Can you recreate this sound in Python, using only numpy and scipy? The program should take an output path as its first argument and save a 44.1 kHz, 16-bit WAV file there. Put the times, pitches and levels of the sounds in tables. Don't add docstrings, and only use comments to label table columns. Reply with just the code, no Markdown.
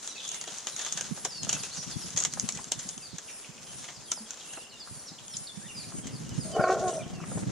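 import sys
import numpy as np
from scipy import signal
from scipy.fft import rfft, irfft, next_fast_len
from scipy.io import wavfile
from scipy.ndimage import uniform_filter1d

SR = 44100
rng = np.random.default_rng(int(sys.argv[2]) if len(sys.argv) > 2 else 0)


def inscribe(sig):
    pcm = np.round(np.clip(np.atleast_2d(sig).T, -1, 1) * 32767)
    wavfile.write(sys.argv[1], SR, pcm.astype(np.int16))


N = 331191
T = np.arange(N) / SR

# (frequency [Hz], correlation [0-1])
PORT_COHERENCE = [(60, 0.3), (250, 0.63), (650, 0.79), (3000, 0.82), (6800, 0.27), (9000, 0), (15000, 0)]
# (frequency [Hz], spectral level [dB])
AIR_SPECTRUM = [(25, -20), (55, -4), (90, -11), (200, 1), (800, -2.5), (2000, -8), (2900, -13), (3900, -26),
                (5000, -6.5), (7100, -10.5), (9000, -9), (11000, -19.5), (15500, -30.5)]
RUSTLE_SPECTRUM = [(150, -24), (500, -5), (1400, -3.5), (2200, -7), (3400, -1.5), (5000, -1.5), (6600, 6),
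                   (7800, -2), (10000, -12), (12000, -22), (15500, -50)]
BREEZE_SPECTRUM = [(20, -32), (40, -34), (60, -5), (80, -15), (115, 0), (170, 1.5), (250, -4.5), (400, -14),
                   (800, -27.5), (2000, -30), (12000, -80)]
CICADA_SPECTRUM = [(4000, -23.5), (6000, -41), (7000, -4), (8000, -10.5), (8900, 0.5), (9600, -1.5),
                   (10300, -4), (11300, -14), (12500, -74)]
GRIT_SPECTRUM = [(1500, -43), (4000, -12), (5300, -3.5), (6600, 8.5), (7600, 0), (9000, -12),
                 (11500, -25.5), (15500, -51)]
CRACK_SPECTRUM = [(700, -23), (1900, -9), (3200, 14.5), (4400, 5.5), (7000, -30)]
BODY_SPECTRUM = [(100, -16), (350, 4), (650, 6), (1000, 3), (1400, 4), (2000, -1.5), (4000, -16),
                 (15000, -50)]
SNAP_SPECTRUM = [(300, -16), (2000, -7), (4500, -4.5), (7000, 7), (9000, -1.5), (12000, -25), (15500, -31)]
# (time [s], level [dB])
RUSTLE_ENVELOPE = [(0.0, -44.5), (0.67, -45), (0.88, -40), (1.09, -42), (1.34, -51), (1.48, -44),
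                   (1.65, -42), (2.38, -47), (2.76, -48), (3.05, -52), (3.66, -50.5), (3.87, -45),
                   (4.1, -56.5), (4.35, -48), (4.77, -56), (6.04, -51.5), (6.82, -46), (7.1, -54),
                   (7.51, -48.5)]
INSECT_ENVELOPE = [(0, -62), (3.2, -57), (3.5, -57), (4.7, -56), (5.5, -55), (7.5, -74)]
BREEZE_ENVELOPE = [(0, -70), (.85, -67), (1.0, -52.5), (1.3, -61), (1.5, -47.5), (1.68, -58), (1.95, -52.5),
                   (2.5, -52.5), (3.0, -62), (3.4, -72.5), (3.78, -53.5), (4.1, -69.5), (4.7, -68),
                   (5.05, -67), (5.25, -65.5), (5.8, -56.5), (6.1, -42.5), (6.9, -46), (7.51, -39.5)]
# (time [s], level [dB], centre [Hz], left minus right [dB])
PUFFS = [(0.946, -51, 129, -23), (1.106, -36.5, 156, -25), (1.431, -37, 145, 5), (1.539, -39.5, 159, -15),
         (1.775, -44.5, 121, -20), (1.868, -43.5, 167, 18), (1.958, -39.5, 180, 27.5),
         (2.146, -36, 122, -3), (2.429, -32, 180, 7), (2.768, -42.5, 144, -11), (2.966, -48, 246, -16),
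         (3.13, -45, 183, -22), (3.488, -45.5, 170, -12), (3.972, -49, 140, -11), (4.908, -48, 85, -21),
         (4.962, -52.5, 149, -22), (5.111, -45, 216, 1), (5.343, -50, 167, -16), (5.405, -47, 143, -10),
         (5.57, -44.5, 199, -23.5), (5.65, -46.5, 173, -18), (5.776, -43, 169, -9), (5.942, -38, 296, 12),
         (6.378, -32.5, 158, -23), (6.592, -33.5, 166, 25), (7.364, -28.5, 130, 1), (7.466, -26, 142, -3)]
# (time [s], length [s], level [dB], nominal click rate [1/s], body resonance [Hz])
CICADA_BUZZES = [(0, 0.13, -41.5, 250, 8650), (.21, 0.28, -42.5, 432, 8850),
                 (0.443, 0.19, -47.5, 420, 8650), (0.623, .27, -42.5, 450, 8900),
                 (0.844, 0.24, -48, 370, 8650), (1.045, 0.3, -43.5, 380, 9000),
                 (1.274, 0.22, -47, 420, 8700), (1.453, 0.25, -40, 390, 8940),
                 (1.678, 0.23, -46, 470, 8700), (1.856, 0.3, -42.5, 432, 9040), (2.1, .18, -50, 640, 8650),
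                 (2.286, .27, -42.5, 520, 8900), (2.523, .16, -45.5, 420, 8600),
                 (2.737, 0.27, -43, 432, 8700), (2.942, 0.17, -46, 420, 8650), (3.2, 0.28, -43, 432, 8840),
                 (3.599, .29, -43.5, 432, 8800), (4.017, 0.26, -42, 432, 8800),
                 (4.42, 0.24, -41.5, 432, 8700), (4.82, 0.28, -43, 470, 8800),
                 (5.199, 0.36, -42.5, 432, 8740), (5.5, 0.25, -44.5, 440, 8500),
                 (5.655, 0.3, -43, 432, 8850), (5.914, 0.12, -38.5, 430, 8160),
                 (6.06, 0.22, -49, 432, 8800), (6.348, .2, -39.5, 490, 8400), (6.53, 0.12, -48, 460, 8940),
                 (6.796, 0.23, -40.5, 450, 8200), (7.235, .21, -39, 590, 8300)]
# (time [s], level [dB], weight of crack and body [dB], crumbling [ms])
HEAVY_STEPS = [(0.0747, -31.5, -16.5, 1.4), (0.2766, -33.5, -35, 3.4), (0.29, -30, -29, 2),
               (0.3153, -32, -18, 2.9), (0.343, -32, -15, 7), (0.412, -32.5, -19, 1.8),
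               (0.439, -38, -11, 2), (0.4757, -39.5, -5.5, 6), (0.584, -33.5, -37, 1.4),
               (0.6696, -27.5, -12.5, 1.7), (0.763, -31.5, -20, 2.4), (0.792, -31.5, -11, 4.9),
               (0.813, -30, -14.5, 8.7), (0.848, -29.5, -15, 4.3), (0.863, -33.5, -10.5, 2),
               (0.9226, -24.5, -38, 3.7), (0.9735, -28, -12.5, 5.2), (1.0092, -27.5, -18, 2.3),
               (1.2492, -24, -15.5, 2.9), (1.4315, -30, -17.5, 2.3), (1.4474, -33.5, -14.5, 2.1),
               (1.492, -21, -16.5, 3.3), (1.5278, -21, -18, 4), (1.5507, -31.5, -13, 5.3),
               (1.6335, -31.5, -11, 4.2), (1.649, -38, -21, 2), (2.1041, -36, -21, 2.6),
               (2.1623, -30.5, -14, 4.9), (2.1738, -21, -22, 3.6), (2.1778, -24.5, -23, 1.1),
               (2.1865, -26, -23, 4.3), (2.2017, -23.5, -28, 3.7), (2.2214, -28, -17, 4.1),
               (2.2372, -23, -26, 1.1), (2.2492, -20.5, -17.5, 2.4), (2.3249, -37, -26, 3.7),
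               (2.3372, -32, -21, 0.89), (2.397, -22, -27, 0.96), (2.4887, -23.5, -18, 1.6),
               (2.5227, -32.5, -35, 1.9), (2.5496, -33.5, -19, 6.4), (2.5721, -36.5, -11, 2.4),
               (2.6419, -36, -20, 1.8), (2.7191, -23, -14.5, 1.6), (2.794, -30.5, -16.5, 17),
               (2.889, -29, -22.5, 3.9), (2.9779, -37.5, -15.5, 1.1), (3.183, -33, -15.5, 2.3),
               (3.8407, -41, -9, 6.2), (3.8847, -43, -2, 3.9), (4.1172, -21.5, -18.5, 1.26),
               (4.306, -33.5, -20, 2.8), (4.372, -46, -9, 3.4), (4.5324, -38.5, -10.5, 6.6),
               (5.0913, -49, -22, 3), (5.2804, -40, -18, 1.9), (5.3684, -28, -46, 1.7),
               (6.0704, -38, -11, 12), (6.2921, -44, -30, 1.2), (6.8827, -31.5, -15.5, 18)]
# (time [s], length before a 0.18 s cap [s], middle pitch [Hz], level [dB])
WHISTLE_NOTES = [(1.262, 0.081, 5230, -49), (1.582, 0.033, 4740, -48), (1.764, 0.033, 4940, -50),
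                 (1.9, 0.039, 4700, -47.5), (1.99, 0.059, 5450, -50), (2.314, 0.02, 4600, -48),
                 (3.09, 0.055, 4300, -59), (3.25, 0.11, 5800, -59), (3.34, 0.064, 5300, -61),
                 (3.52, 0.05, 4860, -65), (3.725, 0.042, 5200, -66), (3.935, 0.053, 4950, -55.5),
                 (3.98, 0.11, 5000, -62), (4.145, 0.055, 5070, -51.5), (4.57, 0.068, 4950, -63),
                 (4.787, 0.06, 4720, -50.5), (5.052, 0.069, 5350, -52), (5.29, 0.085, 5420, -51.5),
                 (5.758, 0.062, 4720, -52.5), (5.79, 0.06, 4390, -53.5), (6.118, 0.066, 4780, -53.5),
                 (6.372, 0.078, 4980, -54), (6.505, 0.065, 4830, -57), (6.595, 0.074, 4700, -51)]
SLUR_NOTES = [(1.33, 0.12, 2720, -64), (1.908, 0.054, 3440, -53), (4.074, 0.045, 3200, -58),
              (4.255, 0.026, 3240, -58), (4.712, 0.074, 2825, -56.5), (5.478, 0.038, 3540, -49.5),
              (5.679, 0.053, 2790, -53.5), (5.743, 0.068, 4820, -48), (6.016, 0.073, 3120, -62),
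              (6.292, 0.073, 2930, -60), (6.51, 0.079, 2990, -53.5), (6.985, 0.043, 2400, -54),
              (7.135, 0.098, 2670, -60)]
PIP_NOTES = [(0.08, 0.084, 3850, -54), (0.085, 0.035, 5770, -45), (0.155, 0.033, 2540, -52),
             (0.72, 0.06, 3900, -51.5), (3.022, 0.065, 4610, -52), (4.607, .02, 3600, -59),
             (4.632, 0.018, 3300, -57)]
RISING_NOTES = [(0.143, 0.017, 4100, -50), (1.695, 0.055, 4200, -51), (5.6, 0.08, 1770, -61.5)]
TICK_NOTES = [(5.18, 0.019, 3250, -51.5), (5.336, 0.016, 3600, -49), (5.469, 0.013, 4520, -46)]
WHEEZE_NOTES = [(1.305, 0.155, 4450, -48.5), (1.335, 0.115, 5270, -52)]
DRAWL_NOTES = [(0.205, 0.11, 3484, -49), (0.27, 0.24, 2840, -57), (0.765, 0.23, 3520, -50),
               (0.89, 0.1, 2900, -66), (3.654, 0.061, 3130, -56.5)]
RASP_NOTES = [(0.15, 0.085, 3550, -50), (0.77, 0.16, 3560, -56), (1.725, 0.12, 5900, -45),
              (1.955, 0.05, 5670, -56), (3.275, 0.038, 2414, -51), (3.425, 0.043, 2600, -56),
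              (3.562, 0.039, 2680, -59), (3.72, 0.039, 2695, -62), (4.385, 0.051, 3400, -55),
              (4.68, 0.062, 4370, -58), (4.84, 0.078, 4300, -61), (5.065, 0.045, 4260, -54),
              (5.82, 0.09, 4700, -54.5), (7.0, 0.063, 3130, -57), (7.207, 0.053, 2300, -53.5)]
WHISTLE_CONTOUR = (1.09, 0.825, 0.25, .64)
SLUR_CONTOUR = (1.08, 0.97, 0.25, 0.36)
PIP_CONTOUR = (1.01, 0.74, 0.19, 0.15)
RISING_CONTOUR = (0.76, 1.11, 0.41, 0.67)
TICK_CONTOUR = (0.88, 0.68, 0.94, 0.32)
WHEEZE_CONTOUR = (1.09, 0.915, 0.3, .4)
DRAWL_CONTOUR = (1.02, 0.99, 0.62, 0.58)
RASP_CONTOUR = (1.4, 1, 0.88, 0.47)
# (time [s], notes [count], spacing [s], note length [s],
# start pitch [Hz], middle pitch [Hz], end pitch [Hz], rasp [0-1], level [dB])
BIRD_TRILLS = [(4.435, 6, 0.04, 0.04, 3220, 2690, 3170, .12, -57),
               (4.953, 6, 0.038, 0.0093, 5200, 5680, 6500, 0.3, -53),
               (5.702, 4, 0.044, 0.0146, 3060, 2470, 2260, .4, -58),
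               (6.903, 3, 0.031, 0.00716, 5000, 5660, 6430, 0.3, -47)]
# (time [s], share of power [0-1])
SCATTERED_SHARE = [(0, .6), (1, .6), (1.3, .35), (2.1, .45), (3.1, .5), (4.1, .36), (7.5, .3)]
# (time [s], level [dB], resonance [Hz])
HOOF_KNOCKS = [(0.475, -40, 600), (0.97, -49, 1280), (1.175, -41, 726), (1.251, -32.5, 606),
               (1.468, -40, 600), (1.565, -39, 1280), (2.209, -41, 536), (2.373, -37, 920),
               (2.587, -38, 950), (4.174, -43.5, 930), (4.573, -38, 621), (4.873, -44, 1240),
               (5.921, -43.5, 1000), (7.202, -42, 1080), (7.236, -38.5, 1110), (7.317, -36.5, 584),
               (7.374, -32.5, 562)]
# (time [s], level [dB])
STALK_SNAPS = [(0.9236, -29.5), (.9741, -33), (1.0098, -33), (1.2486, -30), (2.2029, -29), (2.3369, -29.5),
               (2.717, -33), (2.72, -26), (3.965, -47), (4.3072, -38), (5.986, -41), (6.0712, -38.5),
               (6.0765, -42), (6.2927, -41.5)]
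# (time [s], pitch [Hz], level [dB], roughness [0-1])
BARK_CONTOUR = [(6.44, 314.5, -51, 0.4), (6.525, 326.5, -45, 0.81), (6.552, 376.4, -33, 0.75),
                (6.588, 363.6, -30.5, 0.64), (6.617, 361.3, -28.5, 0.63), (6.632, 359.3, -29, 0.52),
                (6.668, 362.6, -27, 0.38), (6.688, 370.5, -23.5, 0.49), (6.722, 376, -23, 0.13),
                (6.743, 375.3, -28.5, 0.72), (6.795, 366.8, -33, 0.86), (6.835, 373.8, -27, 0.31),
                (6.873, 362.7, -28.5, 0.23), (6.945, 334.2, -39, 0.76), (6.98, 319.6, -34, 0.34),
                (7.005, 316, -41, 0.5), (7.04, 322, -45, 0.6)]
# (frequency [Hz], bandwidth [Hz], gain [dB])
FORMANTS = [(450, 224, -2), (648, 200, 2), (1084, 56, -7.5), (1346, 244, -6.5), (1850, 94, -28.5),
            (2200, 260, -26.5)]


def gain_of(db):
    return 10 ** (np.asarray(db) / 20)


def unit_rms(x):
    return x / np.sqrt(np.mean(x ** 2) + 1e-20)


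def curve_at(points, hz):
    f, value = np.transpose(points)
    return np.interp(np.log(hz + 1), np.log(f + 1), value)


def add(mix, s, sound):
    part = mix[..., max(round(s * SR), 0):][..., :sound.shape[-1]]
    part += sound[..., :part.shape[-1]]


def coloured(x, spectrum):
    size = next_fast_len(x.shape[-1])
    gain = gain_of(curve_at(spectrum, np.fft.rfftfreq(size, 1 / SR)))
    return irfft(rfft(x, size) * gain, size)[..., :x.shape[-1]]


def wander(size, corner_hz):
    padded = next_fast_len(size)
    rolloff = 1 + (np.fft.rfftfreq(padded, 1 / SR) / corner_hz) ** 4
    return unit_rms(irfft(rfft(rng.standard_normal(padded)) / rolloff, padded)[:size])


def resonate(x, hz, width_hz):
    r = np.exp(-np.pi * width_hz / SR)
    return 2 * signal.lfilter([1 - r], [1, -r * np.exp(2j * np.pi * hz / SR)], x).real


def ports(pair):
    size = next_fast_len(N)
    a, b = rfft(pair, size)
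    same = np.clip(curve_at(PORT_COHERENCE, np.fft.rfftfreq(size, 1 / SR)), 0, 1)
    return irfft(np.array([a, same * a + np.sqrt(1 - same ** 2) * b]), size)[:, :N]


def scatter(x, t60, wet_db):
    t = T[:SR // 2]
    reflections = rng.standard_normal((2, len(t))) * (rng.random((2, len(t))) < .06)
    tail = reflections * gain_of(-60 * t / t60) * (t > .004)
    tail /= np.linalg.norm(tail, axis=1, keepdims=True)
    return x + gain_of(wet_db) * signal.fftconvolve(np.atleast_2d(x), tail, axes=1)[:, :N]


def air(level_db=-54.5):
    hiss = unit_rms(coloured(rng.standard_normal((2, N)), AIR_SPECTRUM))
    return gain_of(level_db + 0.55 * wander(N, 2.5)) * hiss


def rustle(ticks_per_s=1400):
    ticks = rng.random(N) < ticks_per_s / SR
    grains = unit_rms(ticks * rng.standard_normal((2, N))) + rng.standard_normal((2, N))
    level_db = np.interp(T, *np.transpose(RUSTLE_ENVELOPE)) - .5 + 2.53 * wander(N, 21)
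    return gain_of(level_db) * unit_rms(coloured(grains, RUSTLE_SPECTRUM))


def insect_ring(hz=7330, width_hz=220):
    tone = resonate(resonate(rng.standard_normal((2, N)), hz, width_hz), hz, width_hz)
    return gain_of(np.interp(T, *np.transpose(INSECT_ENVELOPE)) - 5) * unit_rms(tone)


def breeze(rise_s=0.0064, puff_db=-11, width_hz=90):
    lumps_db = np.interp(T, *np.transpose(BREEZE_ENVELOPE)) + 3.3 + 3.85 * wander(N, 28)
    out = gain_of(lumps_db) * unit_rms(coloured(rng.standard_normal((2, N)), BREEZE_SPECTRUM))
    t = T[:6000]
    for s, db, hz, pan_db in PUFFS:
        push = coloured(rng.standard_normal((2, len(t))) * t * np.exp(-t / rise_s), BREEZE_SPECTRUM)
        puff = np.array([unit_rms(side) for side in resonate(push, hz, width_hz) + 0.086 * push])
        add(out, s, gain_of(db + puff_db + np.array([[pan_db], [-pan_db]]) / 2) * puff)
    return out


def cicadas(sag=.085, settle_s=.11, jitter=.003, breathy=.3, lag_s=.000052, gain_db=-2.5):
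    out = np.zeros(N)
    for s, length, db, nominal_rate, body_hz in CICADA_BUZZES:
        t = T[:int(length * SR)]
        swell = 0.9 * abs(np.sin(np.pi * t / length)) ** 0.9
        spectrum = [(hz * body_hz / 8900, level) for hz, level in CICADA_SPECTRUM]
        rate = nominal_rate * (1 + 0.012 * rng.uniform(-0.92, 1))
        cycles = np.cumsum(rate * (1 + sag * np.exp(-t / settle_s) + jitter * wander(len(t), 130))) / SR
        clicks = np.sinc((cycles % 1 - .5) * 64) * (1 + .12 * wander(len(t), 300))
        fizz = rng.standard_normal(len(t)) * np.sin(np.pi * cycles) ** 2
        drive = np.sqrt(1 - breathy) * unit_rms(clicks) + np.sqrt(breathy) * unit_rms(fizz)
        add(out, s, gain_of(db + gain_db) * swell * unit_rms(coloured(drive, spectrum)))
    size = next_fast_len(N)
    delay = np.exp(-2j * np.pi * lag_s * np.fft.rfftfreq(size, 1 / SR))
    right = irfft(rfft(out, size) * delay, size)[:N]
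    return scatter(np.array([out, right]), t60=0.16, wet_db=-5.5)


def whistle(length, start_hz, middle_hz, end_hz, rasp, peak_at=0.82, waver=0.0049, flutter_db=2.5):
    u = np.linspace(0, 1, int(np.clip(length, .004, .18) * SR))
    hz = np.polyval(np.polyfit([0, .5, 1], [start_hz, middle_hz, end_hz], 2), u)
    smear_hz = 260 * (1 + rasp)
    drift, flutter, real, imaginary = (wander(8192, f)[:len(u)] for f in (200, 80, smear_hz, smear_hz))
    smear = np.sqrt(2 - 2 * rasp ** 2) + rasp * (real + 1j * imaginary)
    cycles = np.cumsum(hz * (1 + waver * drift)) / SR
    note = (smear * np.exp(2j * np.pi * cycles)).imag
    swell = np.sin(np.pi * np.interp(u, [0, peak_at, 1], [0, .5, 1]))
    return note * gain_of(flutter_db * flutter) * swell


def far_birds(count=100, faintest_db=-62.5, spread_db=4):
    out = np.zeros(N)
    for k, (when, pitch, length, fall, size) in enumerate(rng.random((count, 5))):
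        hz, bend = 2600 + 3400 * pitch, 0.1 * fall + 0.03
        note = whistle(0.035 + 0.055 * length, hz * (1 + bend), hz, hz * (1 - bend), rasp=0.55)
        add(out, (k + when) / count * T[-1], gain_of(faintest_db + spread_db * size) * note)
    return scatter(out, t60=0.48, wet_db=-2)


def crunch(crumble_ms, weight_db, lead_s, scuff_s=0.0035, snap_s=0.00039, trickle_s=0.01):
    t = np.arange(4096) / SR - lead_s
    after = np.maximum(t - .001, 0)
    grit_fade = np.exp(-after * 1000 / crumble_ms)
    body_fade = np.exp(-after * 1000 / (crumble_ms * 3.7))
    loose = (crumble_ms / 2) ** 1.04
    loading = np.where(t > .001, 1, loose * gain_of(-20) * np.exp(np.minimum(t, 0) / scuff_s))
    trickle = loose * gain_of(-18) * np.exp(-after / trickle_s)
    fractures = rng.standard_normal((2, len(t))) * loading
    fractures *= gain_of(7.1 * np.minimum(rng.standard_normal(len(t)), 2))
    first_break = unit_rms(rng.choice([-1, 1], (2, len(t))) * np.exp(-abs(t - .001) / snap_s))
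    fractures += 1.25 / crumble_ms * np.std(fractures * grit_fade) * first_break
    out = np.zeros((2, len(t)))
    for spectrum, db, fade in ((GRIT_SPECTRUM, -4, grit_fade),
                               (CRACK_SPECTRUM, weight_db - 1.4, body_fade),
                               (BODY_SPECTRUM, weight_db - 2, body_fade)):
        burst = coloured(fractures * (fade + trickle), spectrum)
        out += gain_of(db) * np.array([unit_rms(side) for side in burst])
    twig_ring = resonate(fractures * body_fade, hz=rng.uniform(1289, 3396), width_hz=172)
    return out + gain_of(weight_db - 3.5) * np.array([unit_rms(side) for side in twig_ring])


def steps(light_count=14, light_ms=4.7, gain_db=-9.5, spread_db=6, lead_s=.012):
    rustle_db = np.interp(T, *np.transpose(RUSTLE_ENVELOPE))
    energy = np.cumsum(gain_of(rustle_db) ** 2)
    footfalls = list(HEAVY_STEPS)
    for k, (when, size, weight) in enumerate(rng.random((light_count, 3))):
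        at = np.searchsorted(energy, energy[-1] * (k + when) / light_count)
        db = rustle_db[at] + 2.3 + spread_db * (size - .5)
        footfalls.append((T[at], db, -16.5 + spread_db * (weight - .5), light_ms))
    out = np.zeros((2, N))
    for s, db, weight_db, crumble_ms in footfalls:
        add(out, s - lead_s, gain_of(db + gain_db) * crunch(crumble_ms, weight_db, lead_s))
    return scatter(out, t60=0.13, wet_db=-8.5)


def notes(rows, contour):
    start, end, rasp, peak_at = contour
    out = np.zeros(N)
    for s, length, hz, db in rows:
        add(out, s, gain_of(db) * whistle(length, hz * start, hz, hz * end, rasp, peak_at))
    return out


def birds(gain_db=6, deep_db=-3.5):
    song = notes(WHISTLE_NOTES, WHISTLE_CONTOUR) + notes(SLUR_NOTES, SLUR_CONTOUR)
    song += notes(PIP_NOTES, PIP_CONTOUR) + notes(RISING_NOTES, RISING_CONTOUR)
    song += notes(TICK_NOTES, TICK_CONTOUR) + notes(WHEEZE_NOTES, WHEEZE_CONTOUR)
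    song += notes(DRAWL_NOTES, DRAWL_CONTOUR)
    for s, count, spacing, *shape, db in BIRD_TRILLS:
        for k in range(count):
            add(song, s + k * spacing, gain_of(db) * whistle(*shape))
    share = np.interp(T, *np.transpose(SCATTERED_SHARE))
    direct, hidden = np.sqrt(1 - share) * song, np.sqrt(share) * song
    echo = scatter(hidden, t60=.5, wet_db=0) - hidden
    deep = scatter(notes(RASP_NOTES, RASP_CONTOUR), t60=.7, wet_db=-1)
    return gain_of(gain_db) * (direct + echo + gain_of(deep_db) * deep)


def knocks(rise_s=0.000081, decay_s=0.0096, width_hz=500, gain_db=-12):
    out, t = np.zeros(N), T[:3000]
    envelope = (1 - np.exp(-t / rise_s)) * np.exp(-t / decay_s)
    for s, db, hz in HOOF_KNOCKS:
        blow = coloured(rng.standard_normal(len(t)) * envelope, BODY_SPECTRUM)
        knock = resonate(blow, hz, width_hz) + 0.16 * blow
        add(out, s, gain_of(db + gain_db) * unit_rms(knock))
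    return scatter(out, t60=0.43, wet_db=-10.5)


def snaps(decay_s=0.0015, gain_db=-4):
    out, t = np.zeros((2, N)), T[:256]
    for s, db in STALK_SNAPS:
        crack = coloured(rng.standard_normal((2, len(t))), SNAP_SPECTRUM) * np.exp(-t / decay_s)
        add(out, s, gain_of(db + gain_db) * unit_rms(crack))
    return scatter(out, t60=0.062, wet_db=-7)


def thin_call(start_s=2.41, length_s=0.45, pitches_hz=(8300, 7600, 7300), waver=0.0082, level_db=-55):
    u = np.linspace(0, 1, int(length_s * SR))
    hz = np.polyval(np.polyfit([0, .5, 1], pitches_hz, 2), u)
    cycles = np.cumsum(hz * (1 + waver * wander(len(u), 100))) / SR
    envelope = gain_of(level_db + 1.7 * wander(len(u), 60)) * signal.windows.tukey(len(u), .3)
    out = np.zeros(N)
    add(out, start_s, envelope * np.sin(2 * np.pi * cycles))
    return scatter(out, t60=.3, wet_db=-1)


def hoot(start_s=4.204, hz=220, gain_db=-37.5, rise_s=0.0044, decay_s=0.028):
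    out, t = np.zeros(N), T[:6000]
    envelope = (1 - np.exp(-t / rise_s)) * np.exp(-t / decay_s)
    add(out, start_s, gain_of(gain_db) * envelope * np.sin(2 * np.pi * hz * t))
    return scatter(out, t60=0.36, wet_db=-15)


def vocal_folds(hz, rough, rattle_hz=74, smear_hz=110, rasp=2.8):
    size = len(hz)
    cycles = np.cumsum(hz * (1 + 0.037 * rough * wander(size, 156))) / SR
    rattle = np.sin(2 * np.pi * np.cumsum(rattle_hz * (1 + 0.175 * wander(size, 24.3))) / SR)
    drive = rasp * rough * rng.standard_normal(size)
    for k in range(1, 8):
        hoarse = np.clip(rough + 0.08 * max(k - 2, 0), 0, 1)
        smear = wander(size, smear_hz) + 1j * wander(size, smear_hz)
        amplitude = 1 - hoarse + hoarse * (0.52 * rattle + 0.62 * smear)
        drive += (amplitude * np.exp(2j * np.pi * k * cycles)).real
    return drive


def bark(open_s=6.672, open_width_s=0.084, throb_db=6.5, throb_lift_hz=13.8, flutter_db=1.8):
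    times, *columns = np.transpose(BARK_CONTOUR)
    t = np.arange(times[0], times[-1], 1 / SR)
    hz, effort_db, rough = (np.interp(t, times, column) for column in columns)
    mouth_db = -8.5 + 12.5 * np.exp(-((t - open_s) / open_width_s) ** 2)
    mouth_db -= 3 * np.maximum(t - open_s, 0)
    throb = sum(np.exp(-((t - 6.572 - k * 0.0364) / 0.00886) ** 2) for k in range(3))
    drive = vocal_folds(hz + throb_lift_hz * throb, rough)
    voice = np.zeros(len(t))
    for k, (f, width, db) in enumerate(FORMANTS):
        lift_db = mouth_db * np.clip((f - 700) / 700, 0, 1.3)
        voice += (-1) ** k * gain_of(db + lift_db) * resonate(resonate(drive, f, width), f, width)
    voice /= np.sqrt(uniform_filter1d(voice ** 2, size=700) + 1e-12)
    level_db = effort_db + throb_db * throb + flutter_db * wander(len(t), 70)
    out = np.zeros(N)
    add(out, times[0], gain_of(level_db) * voice * signal.windows.tukey(len(t), .05))
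    return out


def hillside(x, delay_s=.24, t60=1.5, echo_db=-23.5):
    echo = np.zeros((2, N))
    add(echo, delay_s, scatter(x, t60, echo_db) - x)
    return x + ports(echo)


def scene():
    around = ports(air() + rustle() + insect_ring() + steps() + snaps()) * gain_of([[.5], [-.5]])
    return (around + breeze() + cicadas() + far_birds() + birds() + knocks()
            + thin_call() + hoot() + hillside(bark()))


def record(dry, edge_hz=15850):
    lowpass = signal.firwin(511, edge_hz, window=("kaiser", 9), fs=SR)
    return signal.oaconvolve(dry, lowpass[None], "same")


dry = scene()
out = record(dry)
inscribe(out)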